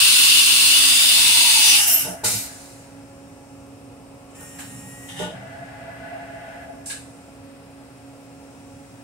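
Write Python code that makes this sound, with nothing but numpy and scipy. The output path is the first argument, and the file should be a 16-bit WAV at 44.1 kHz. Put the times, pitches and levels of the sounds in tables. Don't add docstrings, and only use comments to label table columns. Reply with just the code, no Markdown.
import sys
import numpy as np
from scipy import signal
from scipy.fft import rfft, irfft, next_fast_len
from scipy.io import wavfile
from scipy.ndimage import uniform_filter1d, map_coordinates

SR = 44100
rng = np.random.default_rng(int(sys.argv[2]) if len(sys.argv) > 2 else 0)


def master_out(mix):
    frames = np.transpose(np.atleast_2d(mix))
    ceiling = np.clip(frames, -1, 1)
    pcm = np.round(ceiling * 32767).astype(np.int16)
    wavfile.write(sys.argv[1], SR, pcm)


def voltage_ratio(decibels):
    exponent = np.asarray(decibels, float) / 20
    return 10 ** exponent


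N = 398220
SIZE = 8 * next_fast_len(N // 8 + 2048)
HZ = np.fft.rfftfreq(SIZE, 1 / SR) + 1e-3
TIME = np.arange(N) / SR

# rise_s, bend of the fade
SURGE = (0.022, 0.5)


def spindle_air():
    # pitch_hz, level_db (per Hz)
    blast_air = [(290, -67), (500, -37), (667, -30), (782, -22), (916, -11), (1310, -10.5), (2030, -10.5),
                 (2450, -10), (2700, -6.5), (3120, -6), (4810, -6.5), (6610, -10.5), (7800, -7.5),
                 (9340, -6), (10700, -7), (11800, -12.5), (13600, -13), (14600, -7), (15100, -12),
                 (15700, -34.5)]
    closing_air = [(290, -54), (500, -24), (603, -24), (677, -9), (1110, -10), (1450, -1.5), (2480, -14.5),
                   (2820, -1.5), (3400, -18.5), (4700, -17), (5480, -6), (6700, -12.5), (11400, -4),
                   (12500, -2), (15700, -6)]
    # pitch_hz, width_hz, level_db
    taper = [(1070, 60, -30), (2582, 23, 3), (2733, 22, 7), (2850, 29, -9.5), (2940, 16, 3), (3460, 22, 5),
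             (3565, 25, 4), (3680, 25, 3.5), (4170, 57, -8), (4370, 18, -5.5), (4780, 120, -4.5),
             (8400, 200, -10), (9250, 60, -8), (9460, 200, -11)]
    # start_s, held_s, level_db, fade_s (by 20 dB), extra_brightness_db
    blast_openings = [
        (0.0, 0.27, -24.5, 0.5, 0),
        (0.001, 1.76, -18, 0.0851, -0.5),
        (1.6, 0.16, -43, -0.1851, 14),
    ]
    closing_openings = [
        (1.77, 0.045, -26, 0.11, -0.5),
        (1.86, 0.048, -28.5, 0.0428, 8.5),
        (1.92, 0.07, -33, 0.1349, 2),
        (2.04, 0.039, -57, 0.25, 6),
    ]
    # start_s, pitch_hz, level_db
    gap_low = [(1.15, 934, -42), (1.45, 944, -35.5), (1.58, 904, -35), (1.68, 860, -40.5),
               (1.9, 813, -44.5)]
    gap_mid = [(1.55, 6130, -29), (1.714, 5870, -16), (1.8, 5530, -32.5), (2.15, 5310, -50)]
    gap_high = [(1.72, 13500, -45), (1.76, 13500, -29), (1.846, 13500, -40), (1.886, 13700, -21),
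                (1.9, 13700, -33.5)]
    gap_shut = [(1.925, 12800, -30), (1.945, 12700, -10.5), (1.975, 12750, -15.5), (2.03, 12800, -25),
                (2.07, 12690, -38), (2.2, 12697, -68)]

    colour = voltage_ratio(over_hz(blast_air[:-1] + [(16000, -11.0)])) * (1 + 1.83 * peaks(taper))
    blast = jet(blast_openings, "blast", colour, spread=0.65)

    echo_db, echo_lag_s, descent_from_s, shrink_per_s = -15, 0.0007, 0.66, 0.5
    end = 2 * SR
    descent_s = np.maximum(TIME[:end] - descent_from_s, 0)
    late = (TIME[:end] - echo_lag_s * np.exp(-shrink_per_s * descent_s)) * SR
    echo = np.array([map_coordinates(port[:end], [late], mode="mirror") for port in blast])
    blast[:, :end] += voltage_ratio(echo_db) * echo

    closing = jet(closing_openings, "closing", voltage_ratio(over_hz(closing_air)), spread=0.76)
    whistles = whistle(gap_low, 110, 1.3) + whistle(gap_mid, 450, -2.5)
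    whistles += whistle(gap_high, 237, -4) + whistle(gap_shut, 180, -2.5)
    return blast + closing + whistles


def vents():
    # pitch_hz, level_db (per Hz)
    clamp_air = [(290, -41), (500, -11), (658, 16), (782, -9), (865, -7), (1030, -12), (1410, -5),
                 (1680, -12), (2240, -0.5), (3400, -7), (4000, 1.5), (5600, -0.5), (7100, 3.5), (9610, 3.5),
                 (11000, -5), (15700, -13)]
    last_air = [(290, -41), (500, -15.5), (840, -21), (1280, -18), (1660, 1), (1860, -14), (2950, -10.5),
                (3210, -20), (3660, -10), (6150, -18), (8320, -7.5), (10000, -13.5), (15700, -24)]
    # start_s, held_s, level_db, fade_s (by 20 dB), extra_brightness_db
    clamp_openings = [
        (2.236, 0.049, -32.5, 0.21, -1.5),
        (2.238, 0.013, -33, 0.09, 6),
        (2.42, 0.12, -55, 0.43, 5.5),
    ]
    last_openings = [
        (4.585, 0.008, -49.5, 0.23, -2),
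        (6.857, 0.031, -51.5, 0.11, 14.5),
        (6.897, 0.017, -39, 0.12, 1.5),
        (6.95, 0.014, -67, 0.5, 10),
    ]
    # start_s, pitch_hz, level_db
    clamp_sing = [(2.3, 12400, -52), (2.36, 12350, -37), (2.43, 12250, -38), (2.48, 12300, -52)]

    clamp = jet(clamp_openings, "clamp", voltage_ratio(over_hz(clamp_air)), spread=0.55)
    last = jet(last_openings, "last", voltage_ratio(over_hz(last_air)))
    return clamp + last + whistle(clamp_sing, 400, 0)


def cylinder():
    # pitch_hz, level_db (per Hz)
    stroke_air = [(290, -34), (500, 1), (828, -6.5), (1010, -17), (1780, -10.5), (2900, -4), (3500, -19),
                  (5200, -22), (7210, -5), (14400, -21), (15700, -19)]
    cushion_air = [(290, -31), (500, -1), (697, -7), (793, 0), (957, -19), (1590, -14), (1880, -6.5),
                   (2500, -15), (3030, 1), (3350, -7), (3700, -3), (4200, -20), (5640, -12), (9480, -11),
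                   (15700, -41)]
    # start_s, held_s, level_db, fade_s (by 20 dB), extra_brightness_db
    stroke_openings = [
        (4.3, 0.04, -61, 0.1, -4),
        (4.345, 0.05, -55, 0.1, -2),
        (4.4, 0.03, -57, 0.12, 8),
        (4.42, 0.67, -57, 0.1, 2.5),
        (4.586, 0.015, -47, 0.13, 3),
    ]
    cushion_openings = [
        (5.082, 0.03, -41, 0.14, -2),
        (5.16, 0.03, -46, 0.06, 1),
        (5.185, 0.03, -37, 0.17, -2),
    ]
    # start_s, pitch_hz, level_db
    seal = [(4.355, 885, -60), (4.4, 915, -54), (4.47, 931, -55), (4.72, 928, -53), (4.86, 941, -54),
            (5.06, 959, -55), (5.2, 964, -55), (5.29, 962, -63)]
    # multiple of the pitch, level_db
    seal_orders = [(2, -8), (3, -15), (4, -18), (6, -5), (7, -10), (8, 0), (9, -10), (10, 2), (11, -14),
                   (12, -10), (13, -15), (14, -11), (15, -14), (16, -12)]
    # pitch_hz, width_hz, level_db
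    barrel = (1915, 60, 13)

    stroke = jet(stroke_openings, "stroke", voltage_ratio(over_hz(stroke_air)))
    cushion = jet(cushion_openings, "cushion", voltage_ratio(over_hz(cushion_air)))

    seal_gain_db, jitter, patchy_db = 3.5, 0.0008, 1.6
    (hz, seal_db), gate = play(seal)
    on, stack = gate > 0, np.zeros((2, N))
    turn = 2 * np.pi * np.cumsum(hz * (1 + jitter * walk(60)))[on] / SR
    barrel_hz, barrel_width_hz, barrel_db = barrel
    lift = voltage_ratio(barrel_db) / np.sqrt(1 + (2 * (2 * hz - barrel_hz) / barrel_width_hz) ** 2)
    port_phase = np.array([[0.5], [-0.5]])
    for order, db in seal_orders:
        size = gate * voltage_ratio(db + seal_db + patchy_db * walk(18))
        if order < 3:
            size = size * lift
        stack[:, on] += size[on] * np.sin(order * turn + 2 * np.pi * rng.random() + port_phase)
    return voltage_ratio(-1.5) * (stroke + cushion) + voltage_ratio(seal_gain_db) * stack


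def head():
    # start_s, held_s, level_db, fade_s (by 20 dB)
    screw = [
        (0.66, 1.2, -50, 0.2), (1.87, 0.11, -41.5, 0), (2.07, 0.066, -38.5, 0.4),
        (5.3, 1.35, -44.5, 0.21), (5.45, 0.03, -49, -1.5), (5.6, 0.02, -43, -0.7),
        (6.1, 0.094, -39.5, 0.8), (6.3, 0.06, -51, -0.16), (6.67, 0.019, -42, 0.17),
        (6.77, 0.02, -49, 0.3),
    ]
    slide = [
        (0.6, 1.9, -49.5, 0.8),
        (5.33, 1.28, -45.5, 0.7),
        (5.75, 0.89, -49.5, 0.3),
        (5.9, 0.24, -51, 0.2),
        (6.42, 0.21, -49.5, 0.1),
    ]
    # pitch_hz, width_hz, level_db
    column = [(654, 40, -5), (677, 38, 3), (755, 297.3, -12.5), (836, 28, -3)]
    covers = [(926, 350, -19), (1504, 160, 2), (1678, 32, 9), (1790, 80, -2), (2020, 55, 4),
              (2340, 400, -9), (2690, 300, -7.5)]

    white = field(0.35, 0.8)
    groan = puffs(screw, *SURGE) * voltage_ratio(2.0 + 1.3 * walk(12)) * noise(peaks(column) ** 2, white)
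    scrape = puffs(slide, *SURGE) * voltage_ratio(0.5 * walk(12)) * noise(peaks(covers), white)
    return groan + scrape


def carousel():
    # start_s, held_s, level_db, fade_s (by 20 dB)
    roll = [
        (4.33, 0.46, -50, -0.5),
        (4.38, 0.03, -44.5, 0.2),
        (4.71, 0.054, -40.5, 1.5),
        (4.84, 0.0164, -52, -1),
        (5.13, 0.096, -39, 2.2),
    ]
    rails = peaks([(121, 44, -0.79), (188, 27, -1.7)]) ** 2
    return puffs(roll, *SURGE) * voltage_ratio(-1.5) * noise(rails, field(0.12, 2.6))


def knocks():
    # start_s, frame_pitch_hz, frame_db, panel_db, push_s
    hits = [(2.015, 145, -32, -44.5, 0.018), (2.045, 148, -37, -25.5, 0.031),
            (2.07, 178, -26.5, -45, 0.0099), (2.235, 106.3, -24, -17, 0.0026),
            (2.26, 108.3, -29, -27, 0.028), (2.315, 107.7, -22.5, -31.5, 0.04), (4.4, 152, -45.5, -36, .02),
            (4.85, 140, -35, -40, 0.0074), (5.191, 169, -28, -16.5, 0.033),
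            (5.209, 175.6, -26, -25.5, 0.019), (5.23, 163, -41, -22, 0.011), (5.262, 158, -38, -27, 0.027)]
    # multiple of the pitch, level_db, t60_s
    frame_modes = [(1, 5.5, 0.18), (1.35, -7, .15), (1.85, -5.5, 0.21)]
    # pitch_hz, level_db, t60_s
    panel_modes = [(430, -10, 0.13), (477, 5, 0.066), (608, -3, 0.15), (710, -0.5, 0.064), (873, 1, 0.072),
                   (1163, -11, 0.066), (1465, -3.5, 0.1), (1700, -38, 0.093), (3023, -12, .03),
                   (3650, -4, 0.031)]

    out, t = np.zeros(N), np.arange(16000) / SR
    for start_s, pitch_hz, frame_db, panel_db, push_s in hits:
        frame, panel = np.zeros(len(t)), np.zeros(len(t))
        for multiple, db, t60 in frame_modes:
            frame += voltage_ratio(db - 60 * t / t60) * np.sin(2 * np.pi * multiple * pitch_hz * t)
        frame *= 1 - np.exp(-t / push_s)

        for hz, db, t60 in panel_modes:
            struck_db = db + 0.94 * rng.standard_normal()
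            panel += voltage_ratio(struck_db - 60 * t / t60) * np.sin(2 * np.pi * hz * t)
        force = rng.standard_normal(4000) * np.exp(-t[:4000] / push_s)
        panel = signal.fftconvolve(panel, force)[:len(t)]

        hit = voltage_ratio(frame_db) * frame / abs(frame).max() + voltage_ratio(panel_db) * panel / abs(panel).max()
        out[int(start_s * SR):][:len(t)] += hit
    return out


def shop():
    # pitch_hz, level_db (per Hz)
    room_air = [(15, -46), (25, -14.5), (108, -4), (223, -9.5), (277, -4.5), (335, -17), (503, -10),
                (545, -18), (607, -15), (714, -16.5), (1020, -19), (2610, -27.5), (3430, -31.5),
                (8830, -32), (16000, -74)]
    # pitch_hz, width_hz, level_db
    fan_hiss = [(2580, 580, 1), (5140, 420, -1.5), (8670, 2460, -0.5), (12860, 600, -3.5),
                (15200, 1500, -15)]
    # multiple of the base pitch, level_db
    blade_orders = [(1, -49), (2, -55.5), (3, -63), (4, -81), (5, -70)]
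    mains_orders = [(1, -58.5), (2, -77), (3, -66), (4, -70), (5, -71), (6, -60), (7, -66.5), (8, -88),
                    (11, -71.5)]
    blade_hz, mains_hz, air_db, hiss_db = 275.8, 119.6, -46.5, -58

    air, colour, white = np.zeros((2, N)), voltage_ratio(over_hz(room_air)), field(0.49, 0.84, step=1)
    for low in 20 * 4.0 ** np.arange(5):
        band = colour * (HZ > low) * (HZ < 4 * low)
        air += np.sqrt(np.sum(band ** 2)) * voltage_ratio(0.96 * walk(2.0)) * noise(band, white)

    tones = np.zeros((2, N))
    for base_hz, orders in ((blade_hz, blade_orders), (mains_hz, mains_orders)):
        for order, db in orders:
            drift = 2 * np.pi * rng.random() + 0.18 * walk(7.6) + np.array([[0.3], [-0.3]])
            level = voltage_ratio(db + 3.5 + 1.35 * walk(7))
            tones += level * np.sin(2 * np.pi * order * base_hz * TIME + drift)

    hiss = voltage_ratio(hiss_db) * noise(peaks(fan_hiss) ** 2, field(0.24, 0.49, step=1))
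    return unit(air) * voltage_ratio(air_db) + tones + hiss


def jet(rows, valve, colour, spread=0.36):
    edges_hz = (750, 2000, 5000, 11000, 15740)
    # rise_s, bend of the fade (1 straight, 2 a tank that runs empty), flutter_db
    valves = dict(blast=(.002, 1.3, .3), closing=(.02, 1.3, .52), clamp=(.011, 1.9, .27),
              stroke=(.005, 1.1, .5), cushion=(.008, 1.1, .8), last=(.004, 1.0, .34))
    # level_db (against 2-5 kHz), stretch of the fade, share of the brightness
    parts = dict(blast=[(-19, 1.3, 0.), (-1, 1.4, 0.93), (-10, 1.12, 1.2)], closing=[(-12, 2, 0.),
             (5, 1.15, 0.3), (-5.5, 0.75, 1.4)], clamp=[(-10.5, 1.1, 1.4), (7, 0.99, 0.14),
             (-2, 0.94, -.4)], stroke=[(-0.5, 1.03, 0.18), (5.5, 0.48, 0.67), (-8, .75, 1.3)],
             cushion=[(-1, 1.6, 2.7), (-2.5, 0.8, 1.1), (-17, 0.72, 1.2)], last=[(-1, 0.95, -0.41),
             (3, 1, 0.93), (-17, 0.98, 0.97)])

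    rise_s, bend, flutter_db = valves[valve]
    low, high, top = parts[valve]
    out, shared, white = np.zeros((2, N)), walk(14), field(0.31, spread)
    above = [np.clip(0.5 + np.log(HZ / edge) / 0.25, 0, 1) for edge in edges_hz]
    above[-1] = HZ > edges_hz[-1]
    for i, (rel_db, stretch, share) in enumerate((low, (0, 1, 0), high, top)):
        gain = puffs(rows, rise_s, bend, stretch, share)
        on = gain > 0
        part_db = 2 + rel_db + flutter_db * (shared + walk(30))
        part = noise(colour * (above[i] - above[i + 1]), white)
        out[:, on] += gain[on] * voltage_ratio(part_db[on]) * part[:, on]
    return out


def whistle(table, width_hz, gain_db):
    (hz, db), gate = play(table)
    return gate * voltage_ratio(db + gain_db) * wavering(hz, width_hz)


def wavering(hz, width_hz):
    a, b, c, d = (walk(width_hz) for _ in range(4))
    common, own = a + 1j * b, 0.77 * (c + 1j * d)
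    carrier = np.exp(2j * np.pi * np.cumsum(hz) / SR)
    return unit(np.real(np.array([common + own, common - own]) * carrier))


def puffs(rows, rise, bend, stretch=1, share=0):
    power = np.zeros(N)
    for start, held, db, fade, *bright_db in rows:
        fade = max(fade, 0.02)
        end = start + rise + held + 3 * fade * stretch
        on = slice(max(int(start * SR), 0), int(end * SR))
        age = np.maximum(TIME[on] - start, 0)
        gone = np.maximum(age - rise - held, 0) / (fade * stretch)
        level_db = db + share * sum(bright_db) - 20 * gone ** bend
        power[on] += (np.minimum(age / rise, 1) * voltage_ratio(level_db)) ** 2
    return np.sqrt(power)


def play(table):
    s, *columns = np.transpose(table)
    gate = np.clip(np.minimum(TIME - s[0] + 0.004, s[-1] - TIME) / 0.004, 0, 1)
    return [np.interp(TIME, s, column) for column in columns], gate


def walk(rate):
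    levels = uniform_filter1d(rng.standard_normal(int(20 * rate) + 8), size=2)
    return np.interp(TIME * 2 * rate, np.arange(len(levels)), levels) * 1.7


def unit(x):
    return x / np.sqrt(np.mean(x ** 2))


def over_hz(points):
    hz, value = np.transpose(points)
    return np.interp(np.log(HZ), np.log(hz), value)


def peaks(modes):
    return np.sqrt(sum(voltage_ratio(2 * db) / (1 + (2 * (HZ - hz) / w) ** 2) for hz, w, db in modes))


def noise(gain, white):
    step = len(HZ) // (white.shape[1] - 1)
    return np.tile(unit(irfft(gain[::step] * white)), step)[:, :N]


def field(t60, spread, step=4):
    mid, side, point = rng.standard_normal((3, 2 * len(HZ[::step]))).view(complex)
    return spread * ports(mid, side, step) + point * reflections(t60, step)


def reflections(t60, step):
    t = np.arange(16384) / SR
    mid, side = rfft(rng.standard_normal((2, len(t))) * voltage_ratio(-60 * t / t60), SIZE // step)
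    return ports(mid, side, step) / np.sqrt(np.mean(abs(mid) ** 2))


def ports(mid, side, step):
    # pitch_hz, likeness (0-1)
    likeness = [(60, 1), (130, 1), (290, 0.87), (640, 0.52), (1410, 0.04), (3100, 0), (6820, -0.12),
                (15000, 0.0)]
    alike = np.clip(over_hz(likeness)[::step], 0, 1)
    mid, side = mid * np.sqrt(1 + alike), side * np.sqrt(1 - alike)
    return np.array([mid + side, mid - side])


def enclosure(x, t60, direct):
    paths = direct + (1 - direct) * reflections(t60, step=1)
    return irfft(rfft(x, SIZE) * paths, SIZE)[:, :N]


def scene():
    air = spindle_air() + vents() + cylinder()
    metal = head() + carousel() + enclosure(knocks(), 0.15, 0.43)
    return air + metal + shop()


def low_pass(x):
    return signal.sosfilt(signal.butter(12, 16600, fs=SR, output="sos"), x)


def record(dry):
    # pitch_hz, level_db
    lean_points = [(60, -5.5), (110, 2), (200, -4.5), (380, -1.5), (700, -0.5), (1290, 2.5), (2380, 0.5),
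                   (4400, 3.5), (8120, -1), (15000, -2)]
    port_lag_s = 0.0001
    lag = np.exp(1j * np.pi * port_lag_s * HZ * np.exp(-HZ / 2000))
    lean = voltage_ratio(over_hz(lean_points) / 2) * lag
    edges = (HZ < 15740) / np.sqrt(1 + (48 / HZ) ** 8)
    heard = irfft(rfft(dry, SIZE) * edges * np.array([lean, 1 / lean]), SIZE)[:, :N]
    mix = np.clip(heard, -1, 1)
    return low_pass(mix)


dry = scene()
out = record(dry)
master_out(out)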